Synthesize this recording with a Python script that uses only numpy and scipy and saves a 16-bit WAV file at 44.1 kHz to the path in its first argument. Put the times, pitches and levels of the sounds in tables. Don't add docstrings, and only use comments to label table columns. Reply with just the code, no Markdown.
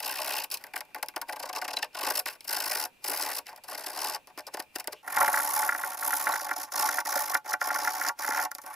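import sys
import numpy as np
from scipy import signal
from scipy.fft import rfft, irfft, next_fast_len
from scipy.io import wavfile
from scipy.ndimage import uniform_filter1d

SR = 44100
rng = np.random.default_rng(int(sys.argv[2]) if len(sys.argv) > 2 else 0)


def file_out(sig):
    cols = np.atleast_2d(sig).T
    lim = np.clip(cols, -1, 1)
    pcm = np.round(lim * 32767).astype(np.int16)
    wavfile.write(sys.argv[1], SR, pcm)


def elevation(decibels):
    levels = np.asarray(decibels, float)
    return 10 ** (levels / 20)


N = 385875
TIME_S = np.arange(N) / SR

TURN_S = 5.02
FILE_HZ, TEETH_HZ, BURR_HZ, FINEST_HZ = 2250, 4000, 8500, 12600
PULL_DB, SCATTER_DB, SCATTER_S = 2, 1.1, .0007
RIM_FRONT_DB, RIM_BACK_DB = -2.5, -4
RIM_FOLLOWS, BURR_YIELDS = 0.74, 0.14
PANEL_FOLLOWS, USUAL_DB = .85, -33
SPOT_DB, SPOT_S = 1.6, .02
CATCH_S, CATCH_DB = 0.00059, -12.5
SHAKE_DB, SHAKE_HZ = -43, 190
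SHIFTING_DB = 1.1
STAYS_ON = 0.17
SWISH_S, SWISH_LENGTH_S, SWISH_DB = 4.975, .035, -59

# frequency [Hz], density [dB per Hz].
HUM = [(30, -10), (200, -8.5), (270, -6.5), (770, -10), (1200, -13), (3300, -15), (6000, -22.5),
       (15100, -20)]
# centre [Hz], width [Hz], level [dB].
WHINE = [(2385, 30, 0), (2600, 200, -8), (2780, 200, -10)]
# frequency [Hz], t60 [s].
SHOP = [(300, 0.27), (12000, 0.024)]
# first [s], last [s], strokes [count], first [dB], last [dB].
RUNS_FRONT = [(0.031, 0.113, 6, -34, -31), (0.128, 0.384, 18, -35, -30), (0.401, 0.441, 3, -33, -33),
              (1.952, 2.014, 4, -41, -32), (2.033, 2.106, 5, -32, -27), (2.122, 2.195, 5, -33, -24),
              (2.494, 2.755, 15, -31, -29), (2.773, 2.854, 7, -32, -30), (3.048, 3.136, 6, -31, -29),
              (3.151, 3.225, 7, -33, -29), (3.237, 3.317, 7, -31, -32), (3.334, 3.386, 4, -33, -30),
              (3.685, 3.75, 5, -40, -37), (3.781, 3.841, 5, -36, -40), (3.868, 3.92, 4, -35, -40),
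              (3.936, 4.033, 8, -39, -32), (4.048, 4.162, 10, -32, -38)]
# first [s], last [s], strokes [count], first [dB], last [dB].
RUNS_BACK = [(5.084, 5.208, 7, -41, -27), (5.228, 5.32, 6, -30, -34), (5.332, 5.553, 16, -29, -29),
             (5.565, 5.693, 10, -27, -33), (5.713, 5.833, 8, -38, -36), (5.848, 5.948, 8, -33, -38),
             (5.976, 6.033, 4, -39, -32), (6.05, 6.244, 14, -30, -30), (6.26, 6.359, 7, -31, -32),
             (6.379, 6.45, 5, -38, -37), (6.469, 6.513, 3, -42, -36), (6.567, 6.635, 5, -35, -36),
             (6.723, 6.778, 4, -36, -27), (6.796, 6.891, 7, -28, -30), (6.913, 7.006, 7, -33, -33),
             (7.058, 7.211, 10, -32, -28), (7.222, 7.319, 6, -33, -33), (7.463, 7.512, 4, -43, -33),
             (7.613, 7.689, 6, -36, -33), (7.713, 7.762, 4, -36, -32), (7.789, 7.998, 15, -34, -36),
             (8.013, 8.079, 6, -36, -31), (8.194, 8.306, 9, -35, -32), (8.323, 8.454, 11, -33, -31)]
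LEAN_FRONT = [-0.5, 2, -1, 5.5, 7, 2, 4.5, 3.5, 5, 3, 5.5, -1.5, 0, -4, -4, -4, -5]
LEAN_BACK = [2, 1, -3.5, 0, -1.5, 1.5, -1.5, -4.5, 1, -3.5, 5.5, -4, -1.5, 0, -0.5, -1.5, -0.5, 2, 3.5, 5,
             5, 6.5, 5, 9]
BITE_FRONT = [0, 0, 0, 0, 0, 0, 0, 0, 0, 0, 0, 0, 0, 0, 0, 0, 0]
BITE_BACK = [0, 0, 0, 0, 0, 0, 0, 0, 0, 0, 0, 0, 0, 0, 0, 0, 0, 0, 0, 0, 0, 0, -1, -1]
# peak [s], hiss [dB].
STROKES = [(.004, -33), (.741, -52), (.763, -34.5), (0.788, -46), (1.288, -40), (1.298, -36.5),
           (1.314, -51), (1.329, -37.5), (1.365, -40), (1.4, -39), (1.432, -35.5), (1.459, -42.5),
           (1.476, -52), (1.495, -38.5), (1.553, -39), (1.563, -32), (1.573, -38), (1.586, -38),
           (1.649, -36.5), (1.691, -42), (1.71, -40), (1.737, -36.5), (1.77, -36), (1.79, -37.5),
           (1.829, -32.5), (1.845, -40), (2.273, -35), (2.286, -31.5), (2.334, -47), (2.449, -44.5),
           (2.48, -35.5),
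           (3.765, -55), (4.044, -43), (4.15, -34), (4.391, -42), (4.481, -47.5), (4.544, -34.5),
                (4.6, -36), (4.76, -33.5), (4.802, -36.5), (4.929, -37.5), (6.535, -38.5), (7.346, -26),
                (7.774, -40), (7.372, -36.5), (7.535, -30), (8.091, -28.5), (8.741, -41.5)]
# start [s], hiss [dB], t60 [s], weight on the panel [dB].
TAPS = [(0.502, -35, 0.019, -8), (0.5128, -29, 0.14, -5), (0.541, -22, 0.037, -18),
        (0.5714, -31, 0.026, -18), (0.639, -29.5, 0.01, 7), (0.6673, -40, 0.012, 2),
        (0.7365, -35, 0.019, 12), (0.759, -26.5, 0.022, -3), (0.8065, -28, 0.018, 0),
        (0.886, -56, 0.008, 7), (0.9465, -26, 0.014, -11), (1.0271, -21, 0.021, -10),
        (1.085, -21.5, 0.011, -13), (1.1614, -20.5, 0.021, -0.5), (1.2145, -25.5, 0.03, -6),
        (1.529, -28, 0.026, -5), (1.615, -30.5, 0.049, 5), (1.679, -28.5, 0.024, 3),
        (2.2575, -24.5, 0.025, 13), (2.4068, -28.5, 0.0078, -13), (3.4672, -28, 0.013, -8),
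        (3.561, -35.5, 0.016, -15), (3.637, -40.5, 0.074, -5), (4.2722, -28.5, 0.003, -7.5),
        (4.3755, -30.5, 0.013, 2.5), (4.467, -30.5, 0.029, -9.5), (4.571, -24.5, 0.0059, 5),
        (4.785, -25.5, 0.0066, 1), (4.842, -35.5, 0.015, 1), (4.8732, -21.5, 0.02, 1)]
# start [s], hiss [dB], t60 [s], weight on the panel [dB].
TAPS_BACK = [
    (7.445, -49.5, 0.083, 5),
    (8.516, -27, 0.0099, -5),
    (8.5502, -25, 0.008, -1),
    (8.584, -27, 0.0095, 1),
]
# start [s], hiss [dB], t60 [s], weight on the panel [dB].
FURTHER_TAPS = [(0.777, -26, .01, -12), (.85, -50, .03, -8), (.905, -57, 0.0059, 9), (0.985, -35, .008, -8),
                (1.015, -53, 0.0051, -3), (1.061, -34, .008, -13), (1.139, -50, 0.0066, 9),
                (1.177, -37, 0.017, -1), (1.93, -51, 0.016, -3), (2.277, -25, 0.0099, 12),
                (2.298, -36.5, 0.085, -8), (2.327, -37, .008, 1), (2.43, -46, .01, -9), (3.458, -44, .01, 4),
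                (3.479, -39, .03, -5), (3.486, -43, 0.017, 8), (3.491, -41.5, .06, -3), (3.529, -43, .01, 11),
                (3.574, -49, 0.045, 7), (4.406, -34, .008, -11), (4.624, -31.5, 0.0079, -6),
                (6.644, -37.5, 0.07, -21), (8.573, -53, 0.0091, -4), (8.616, -40.5, 0.054, -9),
                (8.637, -46, 0.034, 13), (8.662, -33.5, 0.028, 3), (8.675, -46, 0.13, 8), (8.701, -44.5, 0.11, 6),
                (8.73, -42, 0.055, 6)]
# start [s], peak [dB].
CATCHES = [(0.762, -13), (1.028, -18), (1.681, -17), (1.772, -13), (1.829, -10), (2.2604, -14),
           (2.2764, -26), (2.283, -14), (2.3326, -36), (2.6035, -14), (2.7157, -15), (2.8392, -8.5),
           (3.7484, -35), (3.7788, -36), (3.99, -29), (4.0175, -18), (4.0438, -13), (4.07, -24),
           (4.0984, -15), (4.147, -13), (4.5446, -32), (4.7591, -13), (4.877, -18), (5.59, -16),
           (6.1065, -14), (7.345, -13), (7.761, -21), (8.086, -5), (8.289, -13), (8.5158, -11.5),
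           (8.5507, -15)]
# start [s], length [s], level [dB].
SCUFFS = [
    (0.59, 0.14, -62.5),
    (0.951, 0.056, -56.5),
    (2.262, 0.08, -51),
    (2.333, 0.044, -56),
    (3.46, 0.13, -64),
    (4.275, 0.052, -71),
    (5.06, 0.2, -60),
    (5.028, 0.065, -66),
    (6.665, 0.042, -60),
    (8.646, 0.34, -59.5),
]
# start [s], peak [dB].
HOLE_KNOCKS = [(.7625, -26.5), (.9465, -31), (1.0278, -27), (1.1635, -35), (1.2145, -39), (1.293, -26),
               (1.6815, -31), (1.8295, -35), (2.2615, -24.5), (3.487, -39), (3.4925, -48), (2.285, -31),
               (4.545, -35), (4.76, -40), (4.8765, -42),
               (5.0778, -26), (5.174, -13.5), (5.2155, -13.5), (5.246, -21), (5.2793, -14.5), (5.3412, -14),
          (5.3731, -16), (5.399, -20.5), (5.5642, -30), (5.629, -21), (5.6909, -12.5), (5.7222, -19.5),
          (5.7487, -19.5), (5.7911, -28), (5.8365, -20), (6.0251, -24.5), (6.063, -35), (6.1059, -23.5),
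          (6.1299, -16.5), (6.2691, -13.5), (6.3214, -25), (6.3374, -20), (6.3582, -21), (6.398, -29),
          (6.4916, -26), (6.512, -18), (6.7195, -38), (6.7435, -28), (6.8892, -17), (6.9844, -15.5),
          (7.0573, -42), (7.1252, -22), (7.155, -23.5), (7.178, -25), (7.3353, -24), (7.3511, -11),
          (7.5197, -26), (7.5381, -15), (7.615, -16.5), (7.704, -18), (7.76, -23.5), (7.849, -23.5),
          (7.8739, -15.5), (8.0141, -20), (8.048, -22), (8.064, -24), (8.0929, -20), (8.1922, -52),
          (8.2354, -30), (8.2461, -21), (8.2794, -22.5), (8.3094, -22.5), (8.321, -21.5), (8.3473, -21.5),
          (8.3763, -24), (8.3923, -18), (8.4306, -35), (8.515, -30)]
# start [s], peak [dB].
SHOVES = [(1.165, -34), (4.377, -34.5), (4.88, -33), (4.546, -27.5), (4.596, -32), (4.76, -30),
          (5.149, -57), (8.291, -26), (8.319, -51), (8.349, -53)]
# start [s], peak [dB].
BUMPS = [
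    (4.545, -68),
    (4.876, -66),
    (5.692, -55),
    (6.3, -66),
    (6.89, -56),
    (8.31, -66),
]
# start [s], frequency [Hz], level [dB].
RINGS = [
    (1.769, 4000, -17.5),
    (1.829, 1790, -22),
    (3.529, 920, -37),
    (6.32, 4000, -28),
]
# time [s], slack on the panel [dB], freedom of the file [dB].
GRIP = [(0.0, -0.5, -5.5), (0.62, -3, -10.5), (0.94, 4, -10.5), (1.56, 5.5, -10), (1.95, 0, 0),
        (2.22, -10.5, -18), (2.28, -8.5, -7), (2.45, -4, -10), (3.0, -7.5, -19.5), (3.44, -2, -10),
        (3.75, 3.5, -15), (4.38, 6.5, -10.5), (4.75, -2.5, -11.5), (5.06, 4.5, -18), (5.2, 8.5, -19),
        (5.62, 2.5, -19.5), (6.4, 4.5, -19), (7.6, 3.5, -17), (8.5, -2.5, -23.5)]
# time [s], share of the hiss [dB].
BURR = [(0, -1.23), (.6, -1.5), (1.2, 0), (1.85, -4.5), (2, -1.98), (3.4, -1.85), (3.7, -0.5), (4.2, -1),
        (5, -2), (5.1, 3.5), (5.6, 1.5), (5.85, 1), (6.15, 0.5), (6.5, 0), (7.2, 0), (7.8, -1), (8.4, -1),
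        (8.7, -0.5)]
# time [s], finest hiss [dB].
TILT = [(0, 1), (.9, -1), (1.9, -2), (3.4, 0), (3.7, -7), (4.2, -5), (4.9, 1), (5.2, -4), (5.7, -3),
        (6.2, 0), (6.9, -2), (7.2, 3), (7.7, 0), (8.4, 2), (8.6, -6)]
# centre [Hz], width [Hz], level [dB].
PANEL_FRONT = [(285.7, 25.5, -14.5), (373, 26.6, -13), (435, 27, -13), (493.5, 11, -10.5),
               (538.3, 16.6, -8), (607.5, 23.3, -4), (668, 29, -7), (736.6, 21.6, -1), (854, 29, 1),
               (940.6, 24, -1.5), (973, 67, -7.5), (1059, 44, -5), (1130, 42, -5.5), (1237, 144, -13)]
# centre [Hz], width [Hz], level [dB].
PANEL_BACK = [(298, 27.4, -17), (379, 41, -20.5), (556, 27.6, -10.5), (596, 28.6, -9), (744, 21.5, 0),
              (858, 19, 3.5), (935, 25, -2.5), (961, 25, -6.5), (1084, 85, -4.5), (1142, 37, -1.5)]
# centre [Hz], width [Hz], level [dB].
RIM_FRONT = [(1370, 82, -0.5), (1482, 54, 4.5), (1578, 36, 4), (1694, 93, 0), (1780, 104, 2.5),
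             (2028, 290, 0.5), (2182, 99, 2), (2290, 250, -1)]
# centre [Hz], width [Hz], level [dB].
RIM_BACK = [(1386, 74, 8.5), (1514, 31, 8.5), (1565, 120, 2), (1740, 45, 3), (1812, 48, 7.5),
            (1938, 48, 1.5), (2057, 68, 1), (2303, 44, -2), (2372, 43, -4), (2800, 22, -10.5)]
# centre [Hz], width [Hz], level [dB].
STRUCK = [(1409, 24.5, 4.5), (1837, 207, 5), (1950, 280, -1)]
# centre [Hz], width [Hz], level [dB].
ROCK = [(320, 130, 0)]
# frequency [Hz], density [dB per Hz].
HISS_FRONT = [(2200, 11.5), (2700, 14.5), (3400, 0), (4500, 3.5), (4900, 8), (5500, 7), (6000, -1.5),
              (7200, -4), (9500, -4), (10500, 3.5), (12200, 5), (13200, 3), (15500, 0)]
# frequency [Hz], density [dB per Hz].
HISS_BACK = [(2200, -2.5), (3000, -4.5), (4200, -0.5), (5450, 11), (6200, 5.5), (6700, 4.5), (8300, -11.5),
             (9600, -4), (11100, 0), (12150, 1), (12700, -3), (13400, -8), (14300, 0), (15500, -8.5)]
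# frequency [Hz], lead [radians].
LEAD_FRONT = [(2500, 0.06), (6400, 0.76), (8600, 0.66), (13000, 1.76)]
# frequency [Hz], lead [radians].
LEAD_BACK = [(1500, -0.69), (6000, -0.15), (12000, -1.76), (15000, -2.1)]
# frequency [Hz], likeness [0 to 1].
ALIKE = [(80, .5), (250, .96), (600, .999), (1200, .996), (2000, .94), (5000, .81), (12000, .72)]


def unit(x):
    return x / np.sqrt(np.mean(np.abs(x) ** 2) + 1e-20)


def gaussian(*shape):
    return rng.standard_normal(shape)


def along(points, hz):
    f, v = np.transpose(points)
    return np.interp(np.log(hz + 1), np.log(f + 1), v)


def over_time(points, column=1):
    table = np.transpose(points)
    return np.interp(TIME_S, table[0], table[column])


def filtered(x, response):
    size = next_fast_len(N + SR // 8, True)
    return irfft(rfft(x, size) * response(np.fft.rfftfreq(size, 1 / SR)), size)[..., :N]


def modes(table):
    def response(f):
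        total = 0
        for k, (centre, width, db) in enumerate(table):
            loss = 1j * f * width
            total = total + (-1) ** k * elevation(db) * loss / (centre * centre - f * f + loss)
        return unit(total)
    return response


def above(f, hz):
    return 1 - 1 / (1 + (f / hz) ** 16)


def behind():
    return (np.arange(N) > TURN_S * SR) * 1.


def patches(shape):
    return unit(uniform_filter1d(uniform_filter1d(gaussian(*shape), size=2, axis=0), size=4, axis=1))


def ports(pair, lead, alike):
    def mix(f):
        angle = np.arccos(np.clip(along(alike, f), 0, 1)) / 2
        return np.array([np.cos(angle), np.sin(angle)])
    mid, side = filtered(pair, mix)
    left_right = np.array([mid + side, mid - side])
    return filtered(left_right, lambda f: np.exp([[.5j], [-.5j]] * along(lead, f)))


def hum():
    noise = unit(filtered(gaussian(2, N), lambda f: elevation(along(HUM, f))))
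    wobble_db = 2.1 * unit(uniform_filter1d(gaussian(N), size=1500))
    whine = elevation(-3.0 - 10 * behind() + wobble_db) * filtered(gaussian(2, N), modes(WHINE))
    drift_db = 0.56 * unit(uniform_filter1d(gaussian(N), size=3000))
    room = elevation(-64.0 - 2.6 * behind() + drift_db) * ports(noise + whine, LEAD_BACK, [(100, 0.49)])
    swell = np.exp(-((TIME_S - SWISH_S) / SWISH_LENGTH_S) ** 2)
    slide = swell * filtered(gaussian(N), modes([(2820, 390, 0)]))
    return room + elevation(SWISH_DB) * slide


def strokes():
    rows = []
    runs = zip(RUNS_FRONT + RUNS_BACK, BITE_FRONT + BITE_BACK, LEAN_FRONT + LEAN_BACK)
    for (first, last, count, first_db, last_db), bite_db, lean_db in runs:
        push_pull_db = PULL_DB * (.5 - np.arange(count) % 2)
        hiss_db = np.linspace(first_db, last_db, count) + bite_db + push_pull_db
        rows.append((np.linspace(first, last, count), hiss_db, np.full(count, lean_db - bite_db)))
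    even = np.hstack(rows).T
    even[:, :2] += gaussian(len(even), 2) * [SCATTER_S, SCATTER_DB]
    single = np.pad(STROKES, ((0, 0), (0, 1)))
    every = np.vstack([even, single])
    return every[np.argsort(every[:, 0])]


def stroke_power():
    power, t = np.zeros((2, N + SR)), np.arange(SR // 10) / SR
    from_peak = t - t[-1] / 2
    light = elevation(-23.2 - 114 * np.maximum(from_peak / 0.087, -from_peak / 0.058))
    passes = strokes()
    gaps = np.diff(passes[:, 0], prepend=0, append=N / SR)
    lengths = np.clip(0.27 * np.minimum(gaps[1:], gaps[:-1]), .002, .0046)
    for (s, db, lean_db), length in zip(passes, lengths):
        swell = np.exp(-np.abs(from_peak / length) ** 4.2) + light
        gain = elevation([[2 * (db + 0.088)], [2 * (db + lean_db - 0.5)]])
        power[:, round(s * SR):][:, :len(t)] += gain * swell
    return power[:, len(t) // 2:][:, :N]


def tap_power():
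    power, t = np.zeros((2, N + SR)), np.arange(SR // 10) / SR
    for s, db, t60, lean_db in TAPS + TAPS_BACK + FURTHER_TAPS:
        decay = elevation(2.4 - 120 * t / 0.0019) + elevation(-120 * t / t60) + elevation(-46.4 - 120 * t / 0.087)
        gain = elevation([[2 * (db - 0.5)], [2 * (db + lean_db + 0.5)]])
        power[:, round(s * SR):][:, :len(t)] += gain * (1 - np.exp(-t / 0.00084)) * decay
    return power[:, :N]


def drag():
    uneven = elevation(3.5 * unit(uniform_filter1d(gaussian(N), size=200)))
    force = np.zeros(N)
    for s, length, db in SCUFFS:
        fade = 2 * (s + length - TIME_S) / length
        force += elevation(db) * np.clip(np.minimum((TIME_S - s) / 0.0035, fade), 0, 1)
    return uneven * force


def catch_power():
    power, t = np.zeros((2, N + SR)), np.arange(SR // 10) / SR
    from_peak = t - t[-1] / 2 - CATCH_S
    for s, db in CATCHES:
        spike = np.exp(-(from_peak / CATCH_S) ** 2)
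        power[0, round(s * SR):][:len(t)] += elevation(2 * (db + CATCH_DB)) * spike
    return power[:, len(t) // 2:][:, :N]


def pressure():
    return np.sqrt(stroke_power() + tap_power() + catch_power())


def grit(patchy_db):
    z = signal.stft(gaussian(2, N), nperseg=256)[2]
    gain = elevation(patchy_db * patches(z.shape[1:]))
    even_gain = gain / np.sqrt(np.mean(gain ** 2, axis=0))
    stream = signal.istft(z * even_gain, nperseg=256)[1][:, :N]
    harder_db = 2.25 * unit(uniform_filter1d(gaussian(N), size=20))
    return unit(stream * elevation(harder_db))


def favoured(x, patchy_db):
    z = signal.stft(x, nperseg=1024)[2]
    low = z[:, :80]
    low *= unit(elevation(patchy_db * patches(low.shape[1:])))
    return signal.istft(z, nperseg=1024)[1][:, :N]


def spots(count):
    knots = gaussian(count, int(N / SR / SPOT_S) + 2)
    return [unit(elevation(SPOT_DB * np.interp(TIME_S / SPOT_S, np.arange(len(k)), k))) for k in knots]


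def blows(events, gain_db):
    push, shape = np.zeros((2, N)), np.hanning(14)
    for (s, db, *_), chance in zip(events, rng.random(len(events))):
        bounce_s = s + .002 * (1 + chance)
        push[0, round(s * SR):][:len(shape)] += 0
        push[0, round(s * SR):][:len(shape)] = elevation(db + gain_db) * shape
        push[0, round(bounce_s * SR):][:len(shape)] = elevation(db + gain_db - 9.0) * shape
    return push


def thuds(knocks):
    push = elevation(-35.5) * knocks + blows(TAPS + TAPS_BACK, gain_db=-23.5) + blows(SHOVES, gain_db=3)
    return filtered(push, lambda f: modes(ROCK)(f) * (f / (f - 200j)) ** 4)


def bench(shaking):
    push = elevation(SHAKE_DB) * shaking + blows(BUMPS, gain_db=23)
    level = np.sqrt(SR / SHAKE_HZ / 20)
    return filtered(push, lambda f: level / (1 + 1j * f / SHAKE_HZ) ** 2)


def rings():
    out, t = np.zeros((2, N)), np.arange(SR // 20) / SR
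    for s, hz, db in RINGS:
        envelope = elevation(db - 60 * t / 0.035) * (1 - np.exp(-t / 0.00032))
        out[0, round(s * SR):][:len(t)] += envelope * np.sin(2 * np.pi * hz * t)
    return out


def hiss_band(colour, low_hz, high_hz):
    def response(f):
        share = above(f, low_hz) * (1 - above(f, high_hz))
        return unit(elevation(along(colour, f)) * np.sqrt(share))
    return response


def filing():
    back = behind()
    panel_db, file_db = over_time(GRIP, 1), over_time(GRIP, 2)
    rim_db = np.where(back, RIM_BACK_DB, RIM_FRONT_DB) + RIM_FOLLOWS * panel_db
    burr_db = over_time(BURR) - BURR_YIELDS * panel_db
    teeth = np.sqrt(np.clip(1 - elevation(2 * burr_db), .03, 1))
    (force, weight), rub = pressure(), drag()
    noise, knocks = grit(patchy_db=2.0), blows(HOLE_KNOCKS, gain_db=2.5)

    lasting = np.sqrt(np.abs(uniform_filter1d(weight ** 2, size=500, origin=240)))
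    load = np.hypot(1.102 * weight, 0.34 * lasting)
    swing = elevation(USUAL_DB) * (load / elevation(USUAL_DB)) ** PANEL_FOLLOWS
    heavy = np.hypot(swing, elevation(12) * rub) * favoured(noise, SHIFTING_DB)
    grazing = STAYS_ON ** 2 * back * np.abs(uniform_filter1d(force ** 2, size=600))
    push = np.sqrt(force ** 2 + rub ** 2 + grazing) * noise
    smooth = np.sqrt(np.abs(uniform_filter1d(force ** 2 + rub ** 2, size=260, origin=120))) * noise

    on_rim, on_panel, on_file, on_teeth, on_burr = spots(count=5)
    out = rings() + thuds(knocks) + bench(lasting * noise)
    out += filtered(back * elevation(-2.5) * knocks, modes(STRUCK))
    panel_drive = heavy * on_panel * elevation(panel_db - 5.0) + elevation(-10.0) * knocks
    rim_drive = heavy * on_rim * elevation(rim_db - 5.5) + elevation(-3.5 * back) * knocks
    faces = ((1 - back, HISS_FRONT, PANEL_FRONT, RIM_FRONT), (back, HISS_BACK, PANEL_BACK, RIM_BACK))
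    for side, colour, panel, rim in faces:
        out += filtered(side * panel_drive, modes(panel))
        out += filtered(side * rim_drive, modes(rim))
        out += filtered(side * smooth * on_file * elevation(file_db), hiss_band(colour, FILE_HZ, TEETH_HZ))
        out += filtered(side * push * on_teeth * teeth, hiss_band(colour, TEETH_HZ, BURR_HZ))
        out += filtered(side * push * on_burr * elevation(burr_db), hiss_band(colour, BURR_HZ, SR))
    turned = elevation(over_time(TILT)) - 1
    return out + turned * filtered(out, lambda f: above(f, FINEST_HZ) ** 2)


def shop(x):
    hz, t, z = signal.stft(gaussian(2, SR // 4), SR, nperseg=128)
    decay = elevation(-60 * t / along(SHOP, hz)[:, None])
    tail = signal.istft(z * decay, SR, nperseg=128)[1]
    return signal.fftconvolve(x[None], tail / np.linalg.norm(tail[0]), axes=1)[:, :N]


def scene():
    work, back = filing(), behind()
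    front = ports(work * (1 - back), LEAD_FRONT, ALIKE) * elevation([[.85], [-.85]])
    rear = ports(work * back, LEAD_BACK, ALIKE) * elevation([[-.45], [.45]])
    return front + rear + elevation(-27) * shop(work[0]) + hum()


def top_cut(x):
    return signal.sosfilt(signal.butter(12, 16540, fs=SR, output="sos"), x)


def record(dry):
    rounded = dry / (1 + np.abs(dry / .28) ** 4) ** (1 / 4)

    def top_drop(f):
        first_db = 22 * np.clip((f - 15500) / 400, 0, 1)
        step_db = 9 * np.clip((f - 15850) / 60, 0, 1)
        last_db = 11 * np.clip((f - 15900) / 600, 0, 2)
        return elevation(-first_db - step_db - last_db)
    return top_cut(filtered(rounded, top_drop))


dry = scene()
out = record(dry)
file_out(out)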